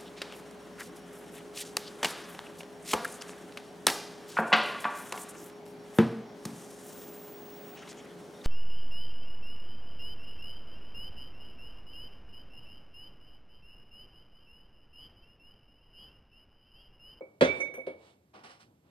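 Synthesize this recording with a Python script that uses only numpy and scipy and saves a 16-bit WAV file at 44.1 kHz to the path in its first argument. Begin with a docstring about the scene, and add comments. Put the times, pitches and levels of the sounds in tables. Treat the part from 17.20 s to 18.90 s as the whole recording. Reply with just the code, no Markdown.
"""Pottery studio, open kiln: a glazed mug is lifted out, knocks hard on the shelf, then clinks and bumps the props.
Shelf and mug are sums of decaying sines; clay cracks, the kiln-well boom and the room's answer are shaped noise.
A fleece sleeve brushes and the body bumps dully (noise swells); the other hand slides over small things on the
rim (gritty noise through resonances). A quiet rumble lies underneath."""
import sys
import numpy as np
from scipy import signal
from scipy.fft import rfft, irfft, next_fast_len
from scipy.io import wavfile
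from scipy.ndimage import map_coordinates

SR = 44100
rng = np.random.default_rng(int(sys.argv[2]) if len(sys.argv) > 2 else 0)


def inscribe(sig):
    """Save sig as 16-bit PCM at rate SR to the path in sys.argv[1].

    A 1-D sig is mono; a 2-D sig holds one channel per row.
    Samples are clipped to [-1, 1] before scaling.
    """
    pcm = np.round(np.clip(np.atleast_2d(sig).T, -1, 1) * 32767)
    wavfile.write(sys.argv[1], SR, pcm.astype(np.int16))


N = 74970

# Studio rumble spectrum: freq_hz, level_db
FLOOR_SPECTRUM = [(25, -32), (50, -16), (80, -3), (300, -5), (600, -15), (1200, -22.5), (3000, -29),
                  (8000, -34.5), (13500, -33), (15000, -53.5)]
# Room decay: freq_hz, t60_s
ROOM_DECAY = [(80, 0.85), (500, .7), (2000, 0.58), (5000, 0.52), (12000, .35)]
# Left-right correlation of the noises: freq_hz, correlation
EAR_LIKENESS = [(100, .97), (300, 1), (700, 0.34), (1500, .6), (3000, 0.38), (8000, .65), (14000, .7)]
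# Left-right balance: freq_hz, left_minus_right_db
EAR_BALANCE = [(100, 0.5), (370, -1.5), (700, 1), (1300, -0.5), (2400, -7.5), (4300, -6), (8000, -6),
               (14000, -1.5)]
# Sleeve brushes: centre_s, level_db, half_width_s, tilt_db_per_octave
SLEEVE_BRUSHES = [(.385, -63.5, 0.041, 9.5), (0.868, -63, 0.053, -0.5), (1.69, -70, 0.036, -4)]
# Fleece spectrum: freq_hz, level_db
FLEECE_SPECTRUM = [(200, -6.5), (900, 8), (2000, 0), (3700, 2), (6500, -9.5), (9300, -8), (12000, -28),
                   (15000, -31)]
# Dull bumps of the moving body: centre_s, level_db, half_width_s
BODY_BUMPS = [(1.18, -72, 0.031), (1.3, -78, .06), (1.488, -65, .05), (1.68, -68.5, 0.025)]
# Bump spectrum: freq_hz, level_db
BUMP_SPECTRUM = [(40, -26), (85, -2.5), (220, 2), (400, -8.5), (800, -10.5), (2500, -41.5)]
# Slides over rough surfaces: start_s, level_db, rise_s, hold_s, t60_s, tilt_db_per_octave
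SLIDES = [(1.133, -52, 0.011, 0.02, 0.48, -2), (1.233, -51, .006, 0.025, 0.29, 1),
          (1.288, -54, 0.0089, 0.0224, .35, 1), (1.39, -59, 0.017, 0.016, .18, 3)]
# Slide spectrum: freq_hz, level_db
SLIDE_SPECTRUM = [(60, -26), (200, -0.5), (700, 4.5), (1300, -1), (2000, -1), (3600, -8), (5500, -8.5),
                  (7000, -22), (9300, -16), (12000, -38.5), (15000, -32)]
# Resonances of the rubbed things: freq_hz, width_hz, level_db
RUBBED_MODES = [(763, 34, 1.5), (1155, 71, 4), (1438, 64, 1.5), (2900, 230, -6.5), (4080, 40, -8.5)]
# Hard clay-on-clay contacts: start_s, level_db, tilt_db_per_octave, soften_above_hz, clay_ring_db
CLAY_CONTACTS = [(.2095, -17, -2, 14000, -9), (.212, -23.5, -3.5, 12000, 1), (.2205, -26, 0, 9000, -15),
                 (.4015, -40, -4.5, 2200, -12), (.5385, -46, -1.5, 3300, -6), (.666, -44.5, 2.5, 4800, -12)]
# Crack spectrum: freq_hz, level_db
CRACK_SPECTRUM = [(300, -19), (900, 1), (1700, 5), (2600, -0.5), (3500, -2.5), (5000, -9), (7000, -16.5),
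                  (9500, -16.5), (12000, -27.5), (15000, -44)]
# Short ring of the clay under a contact: freq_hz, level_db, t60_s
CLAY_MODES = [(1047, -3, 0.14), (1396, -1.5, 0.23), (1661, 8, 0.22), (2115, -6, 0.51), (2420, -6.5, 0.27),
              (2573, -6.5, 0.44), (3360, -6, 0.26), (3464, -1, .12), (3810, -6.5, 0.031), (4320, -11, .16),
              (4540, -13.5, .11), (5100, -16, .15)]
# Knocks, first on the shelf and later on the props: start_s, level_db
KNOCKS = [(.008, -35), (0.2114, -13.5), (0.2163, -10), (.402, -31), (.540, -39), (.579, -35),
          (.671, -28)]
# Shelf modes: freq_hz, level_db, t60_s
SHELF_MODES = [(84, -27.5, 0.57), (171.4, -17.5, 0.15), (256.9, -11, 0.18), (315, -14.5, 0.32),
               (386.7, -7, .15), (491, -9.5, 0.037), (525.6, -3, 0.18), (553.3, -12.5, 0.23),
               (605, -16.5, .25), (657, -19, .17)]
# Kiln-well boom spectrum: freq_hz, level_db
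BOOM_SPECTRUM = [(30, -50.5), (55, -33.5), (80, -18.5), (150, -13), (260, -5), (530, 2), (750, -10),
                 (1200, -22), (2200, -42), (5000, -75), (9000, -120)]
# Blows that ring the mug's low pair: start_s, level_db, lower_minus_upper_db, build_up_s
MUG_CLINKS = [(.006, -48, 6, 0.018), (.24, -28, -2, 0.033), (.28, -25, -11.5, 0.014),
              (.402, -22.5, 15.5, 0.012), (0.54, -44.5, -6.5, 0.011), (.59, -43.5, 8, 0.0065),
              (.666, -44.5, 13.5, 0.017)]
# Sharp contacts that wake the overtones: start_s, level_db, brightest_hz, width_octaves
MUG_PINGS = [(.24, -38.5, 3300, 0.71), (.402, -48, 6090, 0.47), (.539, -55.5, 11800, 1),
             (.666, -62.5, 8400, 0.3)]
# Mug overtones: freq_hz, level_db, t60_s, left_minus_right_db
MUG_OVERTONES = [(2060, 10.5, 0.14, 1), (3618, -4.5, 0.51, -5), (4360, -11.5, 0.1, -4.5),
                 (5040, -13, 0.22, -2), (5970, 0, 0.22, -4), (6463, -10, 0.15, 0), (7200, -14, 0.067, -6),
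                 (7750, -16, .22, -2.5), (8576, -12.5, 0.13, -6), (9170, -5.5, 0.16, -7),
                 (9360, -4, .27, -4), (9706, -15.5, 0.2, -3), (12800, -9, .24, 4), (15000, -13.5, .13, 4)]

FLOOR_DB = -69
GRAINS_PER_S, GRAIN_DB, GRAIN_SPREAD_DB = 700, -6, 4.5
CRACK_T60_S, WELL_DB, WELL_T60_S, CRACK_ROOM_DB = 0.022, -7, 0.2, -19
SHELF_RISE_S, MODE_SCATTER_DB = 0.0025, 2
# Each dB a knock lies below HARD_DB tilts it up by LIGHT_DB_PER_OCT
LIGHT_DB_PER_OCT, HARD_DB, TILT_TOP_HZ = 0.17, -2, 550
SLAP_DB, SLAP_T60_S = -5.5, 0.068  # first, heavily damped swing of the shelf
BOOM_DB, BOOM_RISE_S, BOOM_T60_S, BOOM_ROOM_DB = -8.5, 0.0012, 0.11, -11
# Lowest mug mode, split in two by the handle
PAIR_LOW_HZ, PAIR_HIGH_HZ, PAIR_T60_S, PAIR_LEFT_MINUS_RIGHT_DB = 2239.3, 2300.3, 0.19, -8
LINGER_DB, LINGER_T60_S = -17, 0.6  # ring held by the room
WAVER = 0.75  # depth of each partial's unsteadiness
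LEFT_LEAD_S = 0.00025
LOW_CUT_HZ, TOP_HZ = 75, 15200


def amp(db):
    """Decibels to gain."""
    return 10 ** (np.asarray(db) / 20)


def unit(x):
    """Scale to rms 1."""
    return x / np.sqrt(np.mean(x ** 2) + 1e-20)


def along(points, hz):
    """Interpolate (freq_hz, value) points on a log-frequency axis."""
    freq_hz, value = np.transpose(points)
    return np.interp(np.log(hz + 1), np.log(freq_hz + 1), value)


def since(start_s):
    """Seconds since start_s, zero before."""
    return np.maximum(np.arange(N) / SR - start_s, 0)


def fade(t, t60_s):
    """Exponential decay, -60 dB at t60_s."""
    return np.exp(-np.log(1000) * t / t60_s)


def rise(t, time_constant_s):
    """Exponential build-up."""
    return 1 - np.exp(-t / time_constant_s)


def wobble(knots_per_s):
    """Smooth random curve."""
    knots = rng.standard_normal(N // 8)
    return map_coordinates(knots, [np.arange(N) * knots_per_s / SR], mode="wrap")


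def filtered(x, response):
    """Multiply the spectrum of x by a response of frequency."""
    size = next_fast_len(N + SR // 4)
    hz = np.fft.rfftfreq(size, 1 / SR)
    return irfft(rfft(x, size) * response(hz), size)[..., :N]


def pan(left_minus_right_db):
    """Left and right gains for a level difference."""
    half_db = left_minus_right_db / 2
    return amp(np.array([half_db, -half_db])).reshape(2, -1)


def tilted(spectrum, tilt_db, hz):
    """Gain of a spectrum tilted per octave."""
    return amp(along(spectrum, hz) + tilt_db * np.log2(hz + 20))


def noise(spectrum, tilt_db=0):
    """Stereo noise of rms 1; mid and side shares set the left-right correlation."""
    def mid_side(hz):
        angle = np.arccos(np.clip(along(EAR_LIKENESS, hz), -1, 1)) / 2
        return tilted(spectrum, tilt_db, hz) * [np.cos(angle), np.sin(angle)]
    mid, side = unit(filtered(rng.standard_normal((2, N)), mid_side))
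    stereo = np.array([mid + side, mid - side])
    return unit(filtered(stereo, lambda hz: pan(along(EAR_BALANCE, hz))))


def room_tail(spectrum, tilt_db, start_s):
    """The studio's answer to a blow: noise in which each frequency dies at its own speed."""
    hz, t, bins = signal.stft(noise(spectrum, tilt_db), SR, nperseg=256)
    bins = bins * fade(np.maximum(t - start_s, 0), along(ROOM_DECAY, hz)[:, None])
    tail = signal.istft(bins, SR, nperseg=256)[1][:, :N]
    return tail * rise(since(start_s), 0.0056)


def rumble():
    """Steady low-heavy noise of the quiet studio."""
    return amp(FLOOR_DB) * noise(FLOOR_SPECTRUM)


def swell(centre_s, level_db, half_width_s):
    """Gaussian level swell."""
    t = np.arange(N) / SR
    return amp(level_db) * np.exp(-((t - centre_s) / half_width_s) ** 2 / 2)


def clothes():
    """Soft swells of fleece noise and dull bumps as the body moves."""
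    out = np.zeros((2, N))
    for centre_s, level_db, half_width_s, tilt_db in SLEEVE_BRUSHES:
        out += swell(centre_s, level_db, half_width_s) * noise(FLEECE_SPECTRUM, tilt_db)
    for centre_s, level_db, half_width_s in BODY_BUMPS:
        out += swell(centre_s, level_db, half_width_s) * noise(BUMP_SPECTRUM)
    return out


def grit(tilt_db):
    """Tiny catches at random times, of uneven size and coloured like the slide."""
    hits = rng.random(N) < GRAINS_PER_S / SR
    sizes = amp(GRAIN_SPREAD_DB * rng.standard_normal(N))
    catches = hits * rng.choice([-1, 1], N) * sizes
    return unit(filtered(catches, lambda hz: tilted(SLIDE_SPECTRUM, tilt_db, hz) * pan(along(EAR_BALANCE, hz))))


def rubbed_body(hz):
    """Response of the rubbed things: direct path plus band-pass resonances."""
    response = 1
    for mode_hz, width_hz, level_db in RUBBED_MODES:
        damping = 1j * hz * width_hz
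        response = response + amp(level_db) * damping / (mode_hz ** 2 - hz ** 2 + damping)
    return response


def slides():
    """Short gritty friction strokes through a few resonances: rise, hold, release."""
    out = np.zeros((2, N))
    for start_s, level_db, rise_s, hold_s, t60_s, tilt_db in SLIDES:
        stroke = np.minimum(since(start_s) / rise_s, 1) * fade(since(start_s + rise_s + hold_s), t60_s)
        rub = noise(SLIDE_SPECTRUM, tilt_db) + amp(GRAIN_DB) * grit(tilt_db)
        out += amp(level_db) * stroke * unit(filtered(rub, rubbed_body))
    return out


def clay_ring(t):
    """Short modal ring of the clay, random phases."""
    ring = np.zeros((2, N))
    for hz, level_db, t60_s in CLAY_MODES:
        sine = np.sin(2 * np.pi * hz * t + rng.uniform(0, 2 * np.pi))
        ring += amp(level_db) * sine * fade(t, t60_s) * pan(along(EAR_BALANCE, hz))
    return ring * rise(t, 0.001) / np.sqrt(len(CLAY_MODES))


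def cracks():
    """Noise crack and clay ring at each contact, scattered by kiln walls and room; softer ones lose treble."""
    out = np.zeros((2, N))
    for start_s, level_db, tilt_db, soft_hz, ring_db in CLAY_CONTACTS:
        t = since(start_s)
        direct = rise(t, 0.00056) * fade(t, CRACK_T60_S)
        well = amp(WELL_DB) * rise(t, 0.004) * fade(t, WELL_T60_S)
        hit = noise(CRACK_SPECTRUM, tilt_db) * np.hypot(direct, well)
        hit += amp(ring_db) * clay_ring(t)
        hit += amp(CRACK_ROOM_DB) * room_tail(CRACK_SPECTRUM, tilt_db, start_s)
        out += amp(level_db) * filtered(hit, lambda hz: 1 / np.sqrt(1 + (hz / soft_hz) ** 8))
    return out


def shelf_ring(t, tilt_db):
    """Shelf modes, each a damped first swing plus a longer decay."""
    ring = np.zeros((2, N))
    for hz, level_db, t60_s in SHELF_MODES:
        tilt_gain_db = tilt_db * np.log2(min(hz, TILT_TOP_HZ) / TILT_TOP_HZ)
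        gain = amp(level_db + tilt_gain_db + rng.normal(0, MODE_SCATTER_DB))
        decay = fade(t, t60_s) + amp(SLAP_DB) * fade(t, SLAP_T60_S)
        ring += gain * decay * np.sin(2 * np.pi * hz * t) * pan(along(EAR_BALANCE, hz))
    return ring * rise(t, SHELF_RISE_S)


def shelf():
    """Each knock rings the shelf modes and booms in the kiln well; light knocks carry less bass."""
    out = np.zeros((2, N))
    for start_s, level_db in KNOCKS:
        t = since(start_s)
        tilt_db = LIGHT_DB_PER_OCT * (HARD_DB - level_db)
        boom = noise(BOOM_SPECTRUM, tilt_db) * rise(t, BOOM_RISE_S) * fade(t, BOOM_T60_S)
        boom += amp(BOOM_ROOM_DB) * room_tail(BOOM_SPECTRUM, tilt_db, start_s)
        out += amp(level_db) * (shelf_ring(t, tilt_db) + amp(BOOM_DB) * boom)
    return out


def partial(hz, t, knots_per_s=35):
    """Sine that wavers differently at each ear."""
    phase = 2 * np.pi * hz * t
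    left = wobble(knots_per_s) * np.sin(phase)
    right = wobble(knots_per_s) * np.cos(phase)
    return np.sin(phase) + WAVER * np.array([left, right])


def mug_pair():
    """Two close low modes beat and build up in the kiln well."""
    out = np.zeros((2, N))
    for start_s, level_db, split_db, build_s in MUG_CLINKS:
        t = since(start_s)
        pair = amp(split_db / 2) * partial(PAIR_LOW_HZ, t) + amp(-split_db / 2) * partial(PAIR_HIGH_HZ, t)
        decay = fade(t, PAIR_T60_S) + amp(LINGER_DB) * fade(t, LINGER_T60_S)
        out += amp(level_db) * unit(pair) * rise(t, build_s) * decay * pan(PAIR_LEFT_MINUS_RIGHT_DB)
    return out


def mug_overtones():
    """Overtones speak at once, weighted by a log-frequency bell around each ping's brightest pitch."""
    out = np.zeros((2, N))
    for start_s, ping_db, bright_hz, width_octaves in MUG_PINGS:
        t = since(start_s)
        for hz, level_db, t60_s, side_db in MUG_OVERTONES:
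            share = np.exp(-(np.log2(hz / bright_hz) / width_octaves) ** 2 / 2)
            tone = partial(hz, t, knots_per_s=130) * rise(t, 0.001) * fade(t, t60_s)
            out += amp(ping_db + level_db) * share * tone * pan(side_db)
    return out


def scene():
    """Sum of all sources, the left channel leading."""
    sound = rumble() + clothes() + slides() + cracks() + shelf() + mug_pair() + mug_overtones()
    sides = np.array([[1], [-1]])  # each channel shifts by half the lead
    return filtered(sound, lambda hz: np.exp(1j * np.pi * hz * LEFT_LEAD_S * sides))


def record(dry):
    """Second-order low cut and a sharp upper band limit."""
    def response(hz):
        ratio = hz / LOW_CUT_HZ
        low_cut = (1j * ratio) ** 2 / (1 + 1j * ratio - ratio ** 2)
        return low_cut * (hz < TOP_HZ)
    return filtered(dry, response)


dry = scene()
out = record(dry)
inscribe(out)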